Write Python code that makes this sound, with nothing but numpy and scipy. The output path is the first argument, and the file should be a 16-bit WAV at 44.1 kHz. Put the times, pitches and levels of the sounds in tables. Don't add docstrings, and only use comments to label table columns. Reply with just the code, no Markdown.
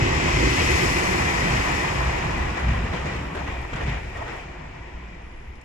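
import sys
import numpy as np
from scipy import signal
from scipy.io import wavfile
from scipy.ndimage import uniform_filter1d

SR = 44100
rng = np.random.default_rng(int(sys.argv[2]) if len(sys.argv) > 2 else 0)


def unload_audio(sound):
    columns = np.transpose(np.atleast_2d(sound))
    steps = np.round(np.clip(columns, -1, 1) * 32767)
    wavfile.write(sys.argv[1], SR, steps.astype(np.int16))


N = 248724

# frequency in Hz, coherence from 0 to 1,
# left phase lead in radians, left minus right in dB.
STEREO_OVERHEAD = [(0, 1, 0, 0), (170, .98, -.4, 0), (340, .88, -1.3, -.5), (690, .62, -2.4, -6),
                   (1030, .5, -1.8, -2.5), (1460, .25, -2.2, 2), (1900, .5, -4.1, 6), (2400, .3, -4.8, 4.5),
                   (3000, .55, -7.1, 1), (4300, .4, -10.2, 5), (5800, .36, -15.5, 11.5),
                   (7300, .36, -20.5, 11), (10500, .14, -31.5, -8), (14000, .1, -43, -3.5)]
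# frequency in Hz, share of coherence kept,
# added lead in radians, added left minus right in dB.
STEREO_AWAY = [(200, 1, .3, 0), (380, .58, 2.1, 0), (690, .43, 4.6, 8), (1030, .5, 2.2, 3.5),
               (1460, 1, 2.6, -2), (2100, .5, 5.7, -2), (3000, .9, 6.5, -.5), (3700, .35, 6.5, -1),
               (5800, .4, 6.5, -3.5)]

# frequency in Hz, relative density in dB.
GIRDER_SPECTRUM = [(8.8, -31), (15, -29), (60, 4.5), (97, -7), (140, -7), (217, -12.5), (300, -15.5),
                   (390, -65)]
DECK_SPECTRUM = [(88, -35), (150, 11.5), (228, -19), (366, -7.5), (433, -7), (972, -2), (1060, -1),
                 (1420, -7.5), (1900, -8.5), (2180, -36), (2440, -11.5), (4200, -25.5), (5460, -54)]
HISS_SPECTRUM = [(1880, -22), (3200, -12), (4110, -3.5), (5150, 2), (5850, 0), (6180, -4), (6940, -1),
                 (7640, -4.5), (8470, -21), (9000, -18), (11700, -59), (19800, -120)]
FIZZ_SPECTRUM = [(4710, -15), (8000, -1), (8470, -4.5), (10700, -6.5), (14400, -14.5), (15300, -18)]
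TRAFFIC_SPECTRUM = [(15, 11), (35, -8), (60, 1), (110, -23.5), (200, -53), (500, -21)]
CLANK_SPECTRUM = [(300, 3.5), (750, -2.5), (1000, -6), (1400, -2.5), (3000, -12), (4500, -23),
                  (7000, -25.5), (9000, -38), (15000, -57)]

# centre in Hz, width in Hz, relative level in dB.
DECK_MODES = [(267, 170, -5.5), (353, 94, 3.5), (488, 83, -5)]
WHEEL_MODES = [(1974, 356, 9), (2040, 100, 8.5), (2370, 560, 7), (2487, 95, 7.5), (2790, 1130, 1)]
RAIL_MODES = [(703, 100, 0), (964, 290, -1), (1860, 70, 2)]
# frequency in Hz, relative level in dB.
SPAN_MODES = [(58, 4.5), (104, 0), (133, 2.5), (160, -2), (205, -6.5), (245, -7.5)]

# time in seconds, level in dB.
GIRDER_LEVELS = [(0, -22), (.3, -25.5), (2.0, -27), (2.82, -29), (3.15, -27.5), (3.68, -34), (3.84, -32),
                 (3.96, -34), (4.4, -38.5), (4.5, -48), (4.6, -39), (5.06, -41.5), (5.64, -50.5)]
# time in seconds, span shaking in dB, wheel rolling in dB.
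PASS_LEVELS = [(0, -31.5, -30.5), (.3, -30.5, -29), (.62, -30.5, -28.5), (1.16, -29.5, -30),
               (1.8, -30.5, -31), (2.0, -31, -33.5), (2.4, -33, -36.5), (2.8, -34.5, -40.5),
               (3.15, -38, -39.5), (3.3, -38, -44), (3.68, -42, -44), (3.9, -39.5, -40.5),
               (4.04, -48, -45.5), (4.2, -38.5, -44), (4.38, -44.5, -44), (4.52, -46.5, -48.5),
               (5.06, -48, -50.5), (5.64, -54, -54.5)]
# time in seconds, level in dB.
HOLLOW_LEVELS = [(0, -28.5), (.39, -33.5), (.44, -23), (.5, -28.5), (.7, -30.5), (4.07, -49), (5.64, -56)]
# time in seconds, pitch factor.
DECK_PITCH = [(2.9, 0.97), (3.7, 0.9)]
# closest approach in seconds, fizz level in dB.
MOTOR_CARS = [(.85, -44.5), (1.65, -52.5)]
# start in seconds, level in dB, T60 in seconds,
# gain of all modes above the lowest in dB.
BOGIE_LOADS = [(0.333, -19.5, 0.77, -1), (0.435, -17, 0.46, -7), (1.494, -17.5, 0.44, 0),
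               (2.62, -18.5, 0.6, -9.5), (2.684, -16, 0.35, 5), (3.724, -23.5, 0.29, 4),
               (3.852, -18, 0.33, 1)]
# start in
# seconds, nominal clank peak in dB, wheel ring in dB, rail ring in dB, T60 in seconds.
AXLE_KNOCKS = [(0.575, -33, -25, -45, 0.59), (0.695, -37, -27.5, -50, 0.8), (2.179, -21, -24, -45, 0.11),
               (2.567, -23.5, -37, -34, 0.43), (2.68, -26.5, -36, -37, 0.95),
               (2.925, -25.5, -41, -41, 0.87), (2.934, -22.5, -40, -28, 0.14),
               (3.055, -23.5, -36, -44, 0.65), (3.349, -27, -54, -48, 1.05),
               (3.464, -29, -35.5, -33.5, 0.61), (3.73, -23, -44, -50, 0.96), (3.859, -26, -35, -52, 0.9),
               (4.152, -33.5, -60, -40, 2.3), (4.278, -28, -51, -39.5, 0.51)]
# start in seconds, peak in dB, band reference in Hz.
TICKS = [(3.352, -45, 10500), (3.615, -50, 10800), (3.895, -46, 10500), (4.17, -50, 11000),
         (5.554, -49, 6100), (5.612, -48, 7800)]
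# time in seconds, pitch in Hz.
BIRD_PITCH = [(5.2, 10500), (5.26, 11150), (5.3, 10850), (5.345, 10000), (5.4, 10700), (5.445, 10850),
              (5.48, 11400), (5.52, 11200), (5.575, 10450), (5.6, 9600)]

BASS_TOP_HZ, MID_TOP_HZ, TREBLE_TOP_HZ = 700, 6000, 16000
KNOCK_START_S, CLANK_DB, WHEEL_RING_DB, RAIL_RING_DB, KNOCK_T60_S = np.transpose(AXLE_KNOCKS)
TIME_S = np.arange(N) / SR


def gain(db):
    return 10 ** (np.asarray(db) / 20)


def unit_rms(x):
    return x / np.sqrt(np.mean(x ** 2) + 1e-20)


def curve(table, at=TIME_S, column=1):
    columns = np.transpose(table)
    return np.interp(at, columns[0], columns[column])


def spectrum(table, hz):
    points_hz, db = np.transpose(table)
    return gain(np.interp(np.log(hz + 1), np.log(points_hz + 1), db, left=-100, right=-100))


def resonances(table, hz):
    return np.sqrt(sum(gain(db) ** 2 / (1 + (2 * (hz - centre_hz) / width_hz) ** 2) ** 2
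                       for centre_hz, width_hz, db in table))


def stereo_image(hz, t, leaves_s=1.63, far_s=2.8):
    gone = np.clip((t - leaves_s) / (far_s - leaves_s), 0, 1)
    coherence, lead_rad, balance_db = (curve(STEREO_OVERHEAD, hz, column) for column in (1, 2, 3))
    kept, turn_rad, shift_db = (curve(STEREO_AWAY, hz, column) for column in (1, 2, 3))
    change = 1 - gone + gone * kept * np.exp(-1j * turn_rad)
    return coherence * np.exp(-1j * lead_rad) * change, balance_db + gone * shift_db


def noise(shape, fft_size, top_hz, *, patchy_db, flicker_db):
    hop = fft_size // 4
    t = np.arange(N // hop + 5) * hop / SR
    hz = np.arange(0, top_hz, SR / fft_size)[:, None]
    draws = rng.standard_normal((len(t), len(hz), 5), np.float32).T
    left, independent = draws[0] + 1j * draws[1], draws[2] + 1j * draws[3]
    patches = unit_rms(uniform_filter1d(uniform_filter1d(draws[4], size=5, axis=0), size=12, axis=1))
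    flicker = unit_rms(uniform_filter1d(rng.standard_normal(len(t)), size=3))
    coherence, balance_db = stereo_image(hz, t)
    right = coherence * left + np.sqrt(1 - abs(coherence) ** 2 + 1e-9) * independent
    tilt = gain(balance_db / 2)
    pair = np.array([left * tilt, right / tilt])
    pair /= np.sqrt(tilt ** 2 + tilt ** -2 + 2 * coherence.real)
    bins = np.zeros((2, fft_size // 2 + 1, len(t)), complex)
    bins[:, :len(hz)] = pair * shape(hz, t) * gain(patchy_db * patches + flicker_db * flicker)
    out = signal.istft(bins, nperseg=fft_size, noverlap=fft_size - hop)[1][:, :N]
    return out / np.sqrt(np.mean(out.mean(0) ** 2))


def follow_pass(column, overhead_db, slope, pass_overhead_db=-30):
    return gain(overhead_db + slope * (curve(PASS_LEVELS, column=column) - pass_overhead_db))


def knock_power(levels_db, rise_s, decay_speed=1):
    power = np.zeros(N)
    for start_s, t60_s, db in zip(KNOCK_START_S, KNOCK_T60_S, levels_db):
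        start = round(start_s * SR)
        age_s = np.maximum(TIME_S[start:start + SR] - start_s, 0)
        envelope = gain(db - 60 * decay_speed * age_s / t60_s) * (1 - np.exp(-age_s / rise_s))
        power[start:start + SR] += envelope ** 2
    return power


def motor_cars(t, go_by_s=0.42, loss_db_per_decade=36.5, mach=0.029, pitch_centre=0.9973):
    closest_s, db = np.transpose(MOTOR_CARS)[:, :, None]
    along = (t - closest_s) / go_by_s
    distance = np.sqrt(1 + along ** 2)
    power = gain(db - loss_db_per_decade * np.log10(distance)) ** 2
    receding = (power * along / distance).sum(0) / power.sum(0)
    return power.sum(0), pitch_centre - mach * receding


def girders():
    boom = noise(lambda hz, t: spectrum(GIRDER_SPECTRUM, hz), 4096, BASS_TOP_HZ,
                 patchy_db=3.0, flicker_db=-1.34)
    return boom * gain(curve(GIRDER_LEVELS))


def deck():
    roar = noise(lambda hz, t: spectrum(DECK_SPECTRUM, hz / curve(DECK_PITCH, t)), 1024, MID_TOP_HZ,
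                 patchy_db=1.0, flicker_db=0.6)
    hollow = noise(lambda hz, t: resonances(DECK_MODES, hz), 2048, MID_TOP_HZ / 2,
                   patchy_db=1.0, flicker_db=1.2)
    return roar * gain(curve(PASS_LEVELS)) + hollow * gain(curve(HOLLOW_LEVELS))


def wheels():
    ring = noise(lambda hz, t: resonances(WHEEL_MODES, hz / motor_cars(t)[1]), 1024, MID_TOP_HZ,
                 patchy_db=0.5, flicker_db=0.84)
    rolling = gain(curve(PASS_LEVELS, column=2))
    return ring * np.sqrt(rolling ** 2 + knock_power(WHEEL_RING_DB, rise_s=0.016))


def rails():
    ring = noise(lambda hz, t: resonances(RAIL_MODES, hz), 1024, MID_TOP_HZ / 2,
                 patchy_db=2.0, flicker_db=5.5)
    shaking = follow_pass(column=1, overhead_db=-42, slope=0.83)
    return ring * np.sqrt(shaking ** 2 + knock_power(RAIL_RING_DB, rise_s=0.006))


def contacts(driven_lead_s=0.15, driven_over_fizz_db=7.5):
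    hiss = noise(lambda hz, t: spectrum(HISS_SPECTRUM, hz), 512, TREBLE_TOP_HZ,
                 patchy_db=0.65, flicker_db=0.5)
    fizz = noise(lambda hz, t: spectrum(FIZZ_SPECTRUM, hz), 512, TREBLE_TOP_HZ,
                 patchy_db=0.5, flicker_db=1.0)
    rolling = follow_pass(column=2, overhead_db=-41.5, slope=1.264)
    spit_power = knock_power(CLANK_DB, rise_s=0.0016, decay_speed=4.8)
    driven_power = motor_cars(TIME_S + driven_lead_s)[0] * gain(driven_over_fizz_db) ** 2
    hiss_power = rolling ** 2 + driven_power + spit_power * gain(-43) ** 2
    fizz_power = motor_cars(TIME_S)[0] + spit_power * gain(-50) ** 2
    return hiss * np.sqrt(hiss_power) + fizz * np.sqrt(fizz_power)


def fittings(level_db=-69.5, end_s=4.46, fade_s=0.04):
    sizzle = noise(lambda hz, t: spectrum(FIZZ_SPECTRUM, hz), 256, TREBLE_TOP_HZ,
                   patchy_db=4.5, flicker_db=1.0)
    return gain(level_db) * sizzle * np.clip((end_s - TIME_S) / fade_s, 0, 1)


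def traffic(level_db=-43):
    return gain(level_db) * noise(lambda hz, t: spectrum(TRAFFIC_SPECTRUM, hz), 4096, BASS_TOP_HZ,
                                  patchy_db=3.0, flicker_db=0.5)


def bogie_thuds(rise_s=0.013, detune_range=0.132):
    out, t = np.zeros(N), TIME_S[:SR]
    mode_hz, mode_db = np.transpose(SPAN_MODES)[:, :, None]
    for start_s, db, t60_s, upper_db in BOGIE_LOADS:
        detune, phase = rng.random((2, len(mode_hz), 1))
        hz = mode_hz * (1 + detune_range * (detune - 0.5))
        weights = gain(mode_db + upper_db * (mode_hz > mode_hz[0]))
        ring = (weights * np.sin(2 * np.pi * (hz * t + phase))).sum(0)
        envelope = gain(db - 60 * t / t60_s) * (1 - np.exp(-t / rise_s))
        out[round(start_s * SR):][:len(t)] += envelope * unit_rms(ring)
    return out


def joint_clanks(crest_db=9):
    clank = noise(lambda hz, t: spectrum(CLANK_SPECTRUM, hz), 512, TREBLE_TOP_HZ,
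                  patchy_db=2.5, flicker_db=-2.0)
    return clank * np.sqrt(knock_power(CLANK_DB - crest_db, rise_s=0.00079))


def ticks(rise_s=0.001, t60_s=0.03):
    out, t = np.zeros((2, N)), TIME_S[:600]
    envelope = gain(-60 * t / t60_s) * (1 - np.exp(-t / rise_s))
    for start_s, peak_db, hz in TICKS:
        band = signal.butter(2, [0.57 * hz, 1.1 * hz], "bandpass", fs=SR)
        snap = signal.lfilter(*band, rng.standard_normal((2, len(t)))) * envelope
        out[:, round(start_s * SR):][:, :len(t)] += gain(peak_db) * snap / abs(snap).max()
    return out


def bird(level_db=-81, fade_s=0.02, pitch_jitter=0.005, shimmer_db=3.5):
    start_s, end_s = BIRD_PITCH[0][0], BIRD_PITCH[-1][0]
    pitch_wobble, level_wobble = unit_rms(uniform_filter1d(rng.standard_normal((2, N)), size=200))
    hz = uniform_filter1d(curve(BIRD_PITCH), size=400) * (1 + pitch_jitter * pitch_wobble)
    tone = np.sqrt(2) * np.sin(2 * np.pi * np.cumsum(hz) / SR)
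    gate = np.clip(np.minimum(TIME_S - start_s, end_s - TIME_S) / fade_s, 0, 1)
    loudness = uniform_filter1d(gain(level_db + shimmer_db * level_wobble), size=200)
    return tone * gate * loudness * gain([[-3], [3]])


def scene():
    return (girders() + deck() + wheels() + contacts() + joint_clanks() + bogie_thuds()
            + traffic() + bird() + ticks() + fittings() + rails())


def record(dry, cutoff_hz=15380):
    lowpass = signal.firwin(1023, cutoff_hz, window=("kaiser", 9), fs=SR)
    return signal.oaconvolve(dry, lowpass[None], "same")


dry = scene()
out = record(dry)
unload_audio(out)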